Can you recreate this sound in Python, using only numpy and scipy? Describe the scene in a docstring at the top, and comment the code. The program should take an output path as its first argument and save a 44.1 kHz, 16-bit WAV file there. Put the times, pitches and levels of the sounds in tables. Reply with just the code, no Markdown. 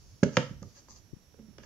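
"""A plastic spoon is worked in a small plastic bowl in the tray of a hollow toy table, in a living room.
A dull bump and a sharp clack come first, then lighter knocks: damped thuds, noise cracks, ringing modes.
Soft scrapes are dense random slips that hiss and excite the bowl; a noise tail makes the room.
The hand-held microphone adds noise rumble and a touch on its left port, made of four short thuds.
Behind lie room tone, a wavering treble hiss and a thin electronic whine."""
import sys
import numpy as np
from scipy import signal
from scipy.fft import rfft, irfft
from scipy.io import wavfile

SR = 44100
rng = np.random.default_rng(int(sys.argv[2]) if len(sys.argv) > 2 else 0)


def int16_out(signal):
    """Quantize to a 16-bit WAV file."""
    q = np.round(np.clip(np.atleast_2d(signal).T, -1, 1) * 32767)
    wavfile.write(sys.argv[1], SR, q.astype(np.int16))


N = 72765
T = np.arange(N) / SR

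# Room tone colour: pitch_hz, density_db (per Hz, relative)
ROOM_TONE_COLOUR = [(25, -5), (70, -5.5), (200, -5.5), (400, -13), (900, -21), (3500, -25), (4800, -24),
                    (5800, -20.5), (7000, -25.5), (8200, -35), (15000, -32.5)]
ROOM_TONE_DB, LOW_NOISE_PAN_DB = -63.5, -6   # the pan is shared with the handling rumble
# Treble hiss colour: pitch_hz, density_db (per Hz, relative)
AIR_HISS_COLOUR = [(2000, -19.5), (4000, -12), (4700, -2), (5200, -5.5), (6300, -1.5), (7200, -8.5),
                   (8000, -23.5), (12000, -36)]
# Treble hiss level over time: time_s, level_db
AIR_HISS_LEVEL = [(0, -66.5), (.12, -65.5), (.2, -69.5), (.33, -62), (.55, -80), (.7, -65.5), (.85, -70.5),
                  (1.05, -82.5), (1.3, -109.5), (1.65, -78)]
WHINE_HZ, WHINE_WANDER_HZ = 5642, 36.2
WHINE_DB, WHINE_OCTAVE_DB, WHINE_PAN_DB = -75, -82.5, -26.5

# Handling rumble colour: pitch_hz, density_db (per Hz, relative)
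RUMBLE_COLOUR = [(25, -9.5), (60, 7), (110, 5.5), (200, -9), (500, -46.5), (2000, -59)]
# Handling rumble level over time: time_s, level_db
RUMBLE_LEVEL = [(0, -56.5), (.13, -54.5), (.18, -64), (.55, -53), (.67, -52.5), (.71, -63), (.87, -63.5),
                (.93, -53.5), (1.02, -64.5), (1.35, -63), (1.5, -60.5), (1.65, -56)]
# Touches on the left microphone port: start_s, level_db (before halving), pitch_hz
TOUCHES = [(1.1290, -34.5, 114.8), (1.1324, -33.5, 296), (1.135, -32, 93), (1.165, -40, 174.5)]
TOUCH_T60_S, TOUCH_PAN_DB = 0.015, 29

# Reverberation against the direct sound: pitch_hz, level_db
ROOM_LEVEL = [(60, -18), (130, -1), (250, -9), (500, -3), (1000, -7.5), (2000, -8.5), (4000, -6.5),
              (7000, -7.5)]
# Reverberation time: pitch_hz, t60_s
ROOM_T60 = [(100, 0.18), (500, 0.29), (2000, 0.35), (7000, 0.38)]
ROOM_BUILD_S = 0.002
# Left-right likeness of diffuse sound: pitch_hz, correlation (no unit)
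LIKENESS = [(50, 0.55), (200, 0.43), (600, 1), (2000, 0.18), (5000, 0.29), (12000, 0.043)]

# Scrapes and brief slips of the spoon: start_s, rise_s, fall_s, hiss_db, bowl_db, pan_db (left over right)
SCRAPES = [(0.2311, .003, 0.0083, -29, -52, -2.5), (0.6256, 0.0021, 0.0041, -49.5, -71, 3),
           (0.315, 0.044, 0.027, -50, -54, -0.5), (0.737, 0.038, 0.044, -54.5, -62, -4),
           (0.881, 0.018, 0.066, -52.5, -80, 0), (0.946, 0.018, 0.039, -55.5, -68.5, -2.5),
           (1.585, .012, 0.12, -76, -62, -0.5), (1.63, 0.004, 0.066, -59, -66.5, 0)]
# Friction hiss colour: pitch_hz, density_db (per Hz, relative)
SCRAPE_COLOUR = [(700, -11.5), (1050, 0.5), (1450, -13.5), (2200, -13.5), (2700, -19.5), (4100, -9.5),
                 (4700, 3), (5200, -3.5), (6300, 6), (7200, 1), (8000, -11.5), (12000, -34.5)]
SLIPS_PER_S, SLIP_SPREAD_DB = 4900, 3.5

# Knocks: start_s, thud_db, thud_pitch_hz, thud_t60_s, tray_ring_db, bowl_clack_db,
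# contact_brightness_hz, crack_db, pan_db (left over right)
KNOCKS = [ (0.2290, -7, 203, 0.0094, -25, -22, 696, -51, -5),
          (0.2327, -16.5, 435.3, 0.0098, -40.5, -17, 1600, -17.5, -4),
          (0.3688, -23, 499, 0.11, -26, -9, 6100, -12.5, -4),
          (0.3716, -17, 146.4, 0.018, -33.5, -39, 1820, -16.5, -6.5),
          (0.5074, -32.5, 152, 0.02, -47, -67, 900, -63, -7),
          (0.619, -33.5, 161.7, 0.013, -53.5, -42.5, 348, -71, -7),
          (0.6239, -43.5, 501, 0.033, -57, -60, 500, -72, -5.5),
          (0.63, -45.5, 1200, 0.019, -50, -40, 394, -48.5, -3.5),
          (0.6580, -46.5, 105, 0.035, -58.5, -63, 400, -76, -8.5),
          (0.8833, -52, 1018, 0.02, -57.5, -43.5, 405, -61, -3.5),
          (1.3420, -55, 450, 0.046, -67, -51.5, 415, -45, -9),
          (1.386, -52, 449, .1, -74, -60, 400, -78, -7),
          (1.391, -45, 218.4, 0.27, -49.5, -52, 995, -81.5, -7),
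          (1.481, -45, 167.7, 0.022, -54.5, -78, 706, -64.5, -14.5),
          (1.5826, -48.5, 408, 0.028, -49.5, -46, 7000, -39, -6.5),
          (1.6352, -140, 109, .04, -52.5, -48, 4000, -49, -16)]
THUD_RISE_CYCLES = 0.89
# Dry crack of plastic on plastic: pitch_hz, density_db (per Hz, relative)
CRACK_COLOUR = [(300, -4), (1400, 5.5), (2500, -1.5), (3200, 6), (4200, -3), (5000, -0.5), (7000, -8.5),
                (9000, -3), (15000, -4.5)]
CRACK_T60_S = 0.015
CHATTER_DB, CHATTER_T60_S = -6, 0.031   # the surfaces buzz against each other just after contact
# Modes of the hollow tray: pitch_hz, level_db, t60_s
TRAY_MODES = [(109.7, -18, 1), (135.9, -10.5, 0.58), (196.56, -8, 0.13), (212.2, -4.5, .22),
              (234.8, -8, 0.35), (281.7, -10, 0.3), (368.6, -8.5, 0.17)]
TRAY_LOWEST_HZ = 95   # the small table radiates little below this
# Modes of the bowl: pitch_hz, level_db, t60_s
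BOWL_MODES = [(499, -22, 0.22), (568.5, -7.5, 0.027), (711, -17, 0.036), (939, -10.5, 0.017),
              (1133, -27, 0.067), (1281, -10, 0.0272), (1656.6, -7.5, 0.026), (2011, -7, 0.012),
              (2340, -8, .014), (2845, -9.5, 0.023), (3159, -12.5, 0.023), (5114, -11.5, 0.0082),
              (5510, -28, .008), (6540, -13.5, 0.0104)]

RIGHT_LAG_S = 0.00005
MIC_TOP_HZ, MIC_TOP_LEAK_DB = 7320, -20.5
CUTOFF_HZ = 15600


def from_db(db):
    """Decibels to gain."""
    return 10 ** (np.asarray(db) / 20)


def rms_one(x):
    """Scale to unit rms."""
    return x / np.sqrt(np.mean(x ** 2) + 1e-20)


def at_hz(points, hz):
    """Read a table on a log-frequency axis."""
    table_hz, values = np.transpose(points)
    return np.interp(np.log(np.maximum(hz, 1)), np.log(table_hz), values)


def level(points):
    """A dB curve as a gain over time."""
    return from_db(np.interp(T, *np.transpose(points)))


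def panned(x, pan_db):
    """Place a sound between left and right; positive leans left."""
    gains = from_db(np.array([[pan_db], [-pan_db]]) / 2)
    return x * gains / gains.mean()


def lowpass(x, hz, order):
    """Butterworth low-pass."""
    return signal.sosfilt(signal.butter(order, hz, fs=SR, output="sos"), x)


def highpass(x, hz, order=3):
    """Butterworth high-pass."""
    return signal.sosfilt(signal.butter(order, hz, "high", fs=SR, output="sos"), x)


def drift(rate_hz):
    """Slow random wander of spread 1."""
    pole = np.exp(-2 * np.pi * rate_hz / SR)
    wander = signal.lfilter([1], [1, -2 * pole, pole * pole], rng.standard_normal(2 * N))
    return rms_one(wander[N:])  # drop the filter's start-up


def coloured(x, spectrum):
    """Give a noise a spectrum; rms 1."""
    gain = from_db(at_hz(spectrum, np.arange(N // 2 + 1) * SR / N))
    return rms_one(irfft(rfft(x) * gain, N))


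def diffuse():
    """White stereo noise whose left-right correlation follows the likeness table."""
    mid, side = rfft(rng.standard_normal((2, N)))
    alike = np.clip(at_hz(LIKENESS, np.arange(N // 2 + 1) * SR / N), -1, 1)
    spectra = np.sqrt(1 + alike) * mid + np.sqrt(1 - alike) * side * [[1], [-1]]
    return rms_one(irfft(spectra, N))


def dying(age, t60):
    """Exponential decay by 60 dB in each t60."""
    return np.exp(-np.log(1000) * np.minimum(age / t60, 10))


def thud(s, hz, t60):
    """A single damped swing that builds up around its first cycle; height about 1."""
    age = np.maximum(T - s, 0)
    rise = 1 - np.exp(-(age * hz / THUD_RISE_CYCLES) ** 2)
    swell = rise * dying(age, t60)
    return np.sin(2 * np.pi * hz * age) * swell / swell.max()


def ring(force, modes):
    """Drive a set of damped modes, neighbours in opposite sign."""
    out = 0
    for k, (hz, db, t60) in enumerate(modes):
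        pole = from_db(-60 / (t60 * SR))
        turn = 2 * np.pi * hz / SR
        resonator = [1, -2 * pole * np.cos(turn), pole * pole]
        # the tiny offset keeps the filter away from denormal numbers
        mode = signal.lfilter([0, np.sin(turn)], resonator, force + 1e-18)
        out = out + (-1) ** k * from_db(db) * mode
    return out


def background():
    """Room tone, a wavering treble hiss and a thin electronic whine with its octave."""
    whine_hz = WHINE_HZ + WHINE_WANDER_HZ * (drift(3.2) + drift(150))
    phase = 2 * np.pi * np.cumsum(whine_hz) / SR
    whine = from_db(WHINE_DB) * rms_one(np.sin(phase))
    whine = whine + from_db(WHINE_OCTAVE_DB) * rms_one(np.sin(2 * phase))
    hiss = level(AIR_HISS_LEVEL) * coloured(diffuse(), AIR_HISS_COLOUR)
    room_tone = from_db(ROOM_TONE_DB) * coloured(diffuse(), ROOM_TONE_COLOUR)
    return panned(room_tone, LOW_NOISE_PAN_DB) + hiss + panned(whine, WHINE_PAN_DB)


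def handling():
    """Low rumble of the hand-held microphone, and a finger touching its left port in short thuds."""
    touch = sum(from_db(db) * thud(s, hz, TOUCH_T60_S) for s, db, hz in TOUCHES)
    rumble = level(RUMBLE_LEVEL) * coloured(diffuse(), RUMBLE_COLOUR)
    return panned(touch / 2, TOUCH_PAN_DB) + panned(rumble, LOW_NOISE_PAN_DB)


def room(x):
    """Diffuse reverberation: a noise tail that dies band by band."""
    edges = np.geomspace(45, 11520, 17)
    noises = diffuse(), diffuse()  # neighbouring bands take turns
    tail = 0
    for k, (low, high) in enumerate(zip(edges, edges[1:])):
        hz = np.sqrt(low * high)
        band_filter = signal.butter(2, [low, high], "band", fs=SR, output="sos")
        band = signal.sosfilt(band_filter, noises[k % 2])
        band = band * dying(T, at_hz(ROOM_T60, hz)) * (1 - np.exp(-(T / ROOM_BUILD_S) ** 2))
        energy = np.mean(np.sum(band ** 2, axis=1))
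        direct_energy = 2 * (high - low) / SR  # what a unit click carries in this band
        tail = tail + band * from_db(at_hz(ROOM_LEVEL, hz)) * np.sqrt(direct_energy / energy)
    return signal.fftconvolve(x, tail, axes=1)[:, :N]


def scrapes():
    """The spoon slides: dense tiny slips hiss and faintly excite the bowl."""
    happens = rng.random(N) < SLIPS_PER_S / SR
    strength = from_db(SLIP_SPREAD_DB * np.minimum(rng.exponential(1, N), 4))
    slips = happens * strength * diffuse()
    hiss = coloured(slips, SCRAPE_COLOUR)
    bowl = rms_one(ring(slips, BOWL_MODES[1:]))  # without the lowest mode
    out = 0
    for s, rise, fall, hiss_db, bowl_db, pan_db in SCRAPES:
        stroke = np.interp(T, [s, s + rise, s + rise + fall], [0, 1, 0])
        rub = from_db(hiss_db) * hiss + from_db(bowl_db) * bowl
        out = out + panned(stroke * rub, pan_db)
    return out


def knocks():
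    """Each contact cracks, flexes the plastic where it lands, sets the tray ringing and makes the bowl clack."""
    direct, on_tray, on_bowl = 0, 0, 0
    crackle = coloured(diffuse(), CRACK_COLOUR)
    for s, thud_db, thud_hz, thud_t60, tray_db, bowl_db, bright_hz, crack_db, pan_db in KNOCKS:
        click = 1. * (np.arange(N) == int(s * SR))
        after, age = T >= s, np.abs(T - s)
        chatter = diffuse() * after * dying(age, CHATTER_T60_S)
        # chatter energy is set against that of the click
        chatter *= from_db(CHATTER_DB) / np.sqrt(np.sum(chatter ** 2) / 2)
        crack = lowpass(crackle * after * dying(age, CRACK_T60_S), bright_hz, order=1)
        flex = from_db(thud_db) * thud(s, thud_hz, thud_t60)
        bowl_hit = lowpass(click + chatter, bright_hz, order=1)
        direct = direct + panned(flex + from_db(crack_db) * crack, pan_db)
        on_tray = on_tray + panned(from_db(tray_db) * click, pan_db)
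        on_bowl = on_bowl + panned(from_db(bowl_db) * bowl_hit, pan_db)
    return highpass(direct + ring(on_tray, TRAY_MODES) + ring(on_bowl, BOWL_MODES), TRAY_LOWEST_HZ)


def scene():
    """Spoon, bowl and tray in the room, a little nearer the left port of a microphone with a dull top."""
    left, right = knocks() + scrapes()
    direct = np.array([left, np.interp(T - RIGHT_LAG_S, T, right)])
    heard = direct + room(direct)
    dulled = lowpass(heard, MIC_TOP_HZ, order=12) + from_db(MIC_TOP_LEAK_DB) * heard
    return dulled + handling() + background()


def record(dry):
    """A steep elliptic low-pass cuts the top."""
    return signal.sosfilt(signal.ellip(10, .1, 80, CUTOFF_HZ, fs=SR, output="sos"), dry)


dry = scene()
out = record(dry)
int16_out(out)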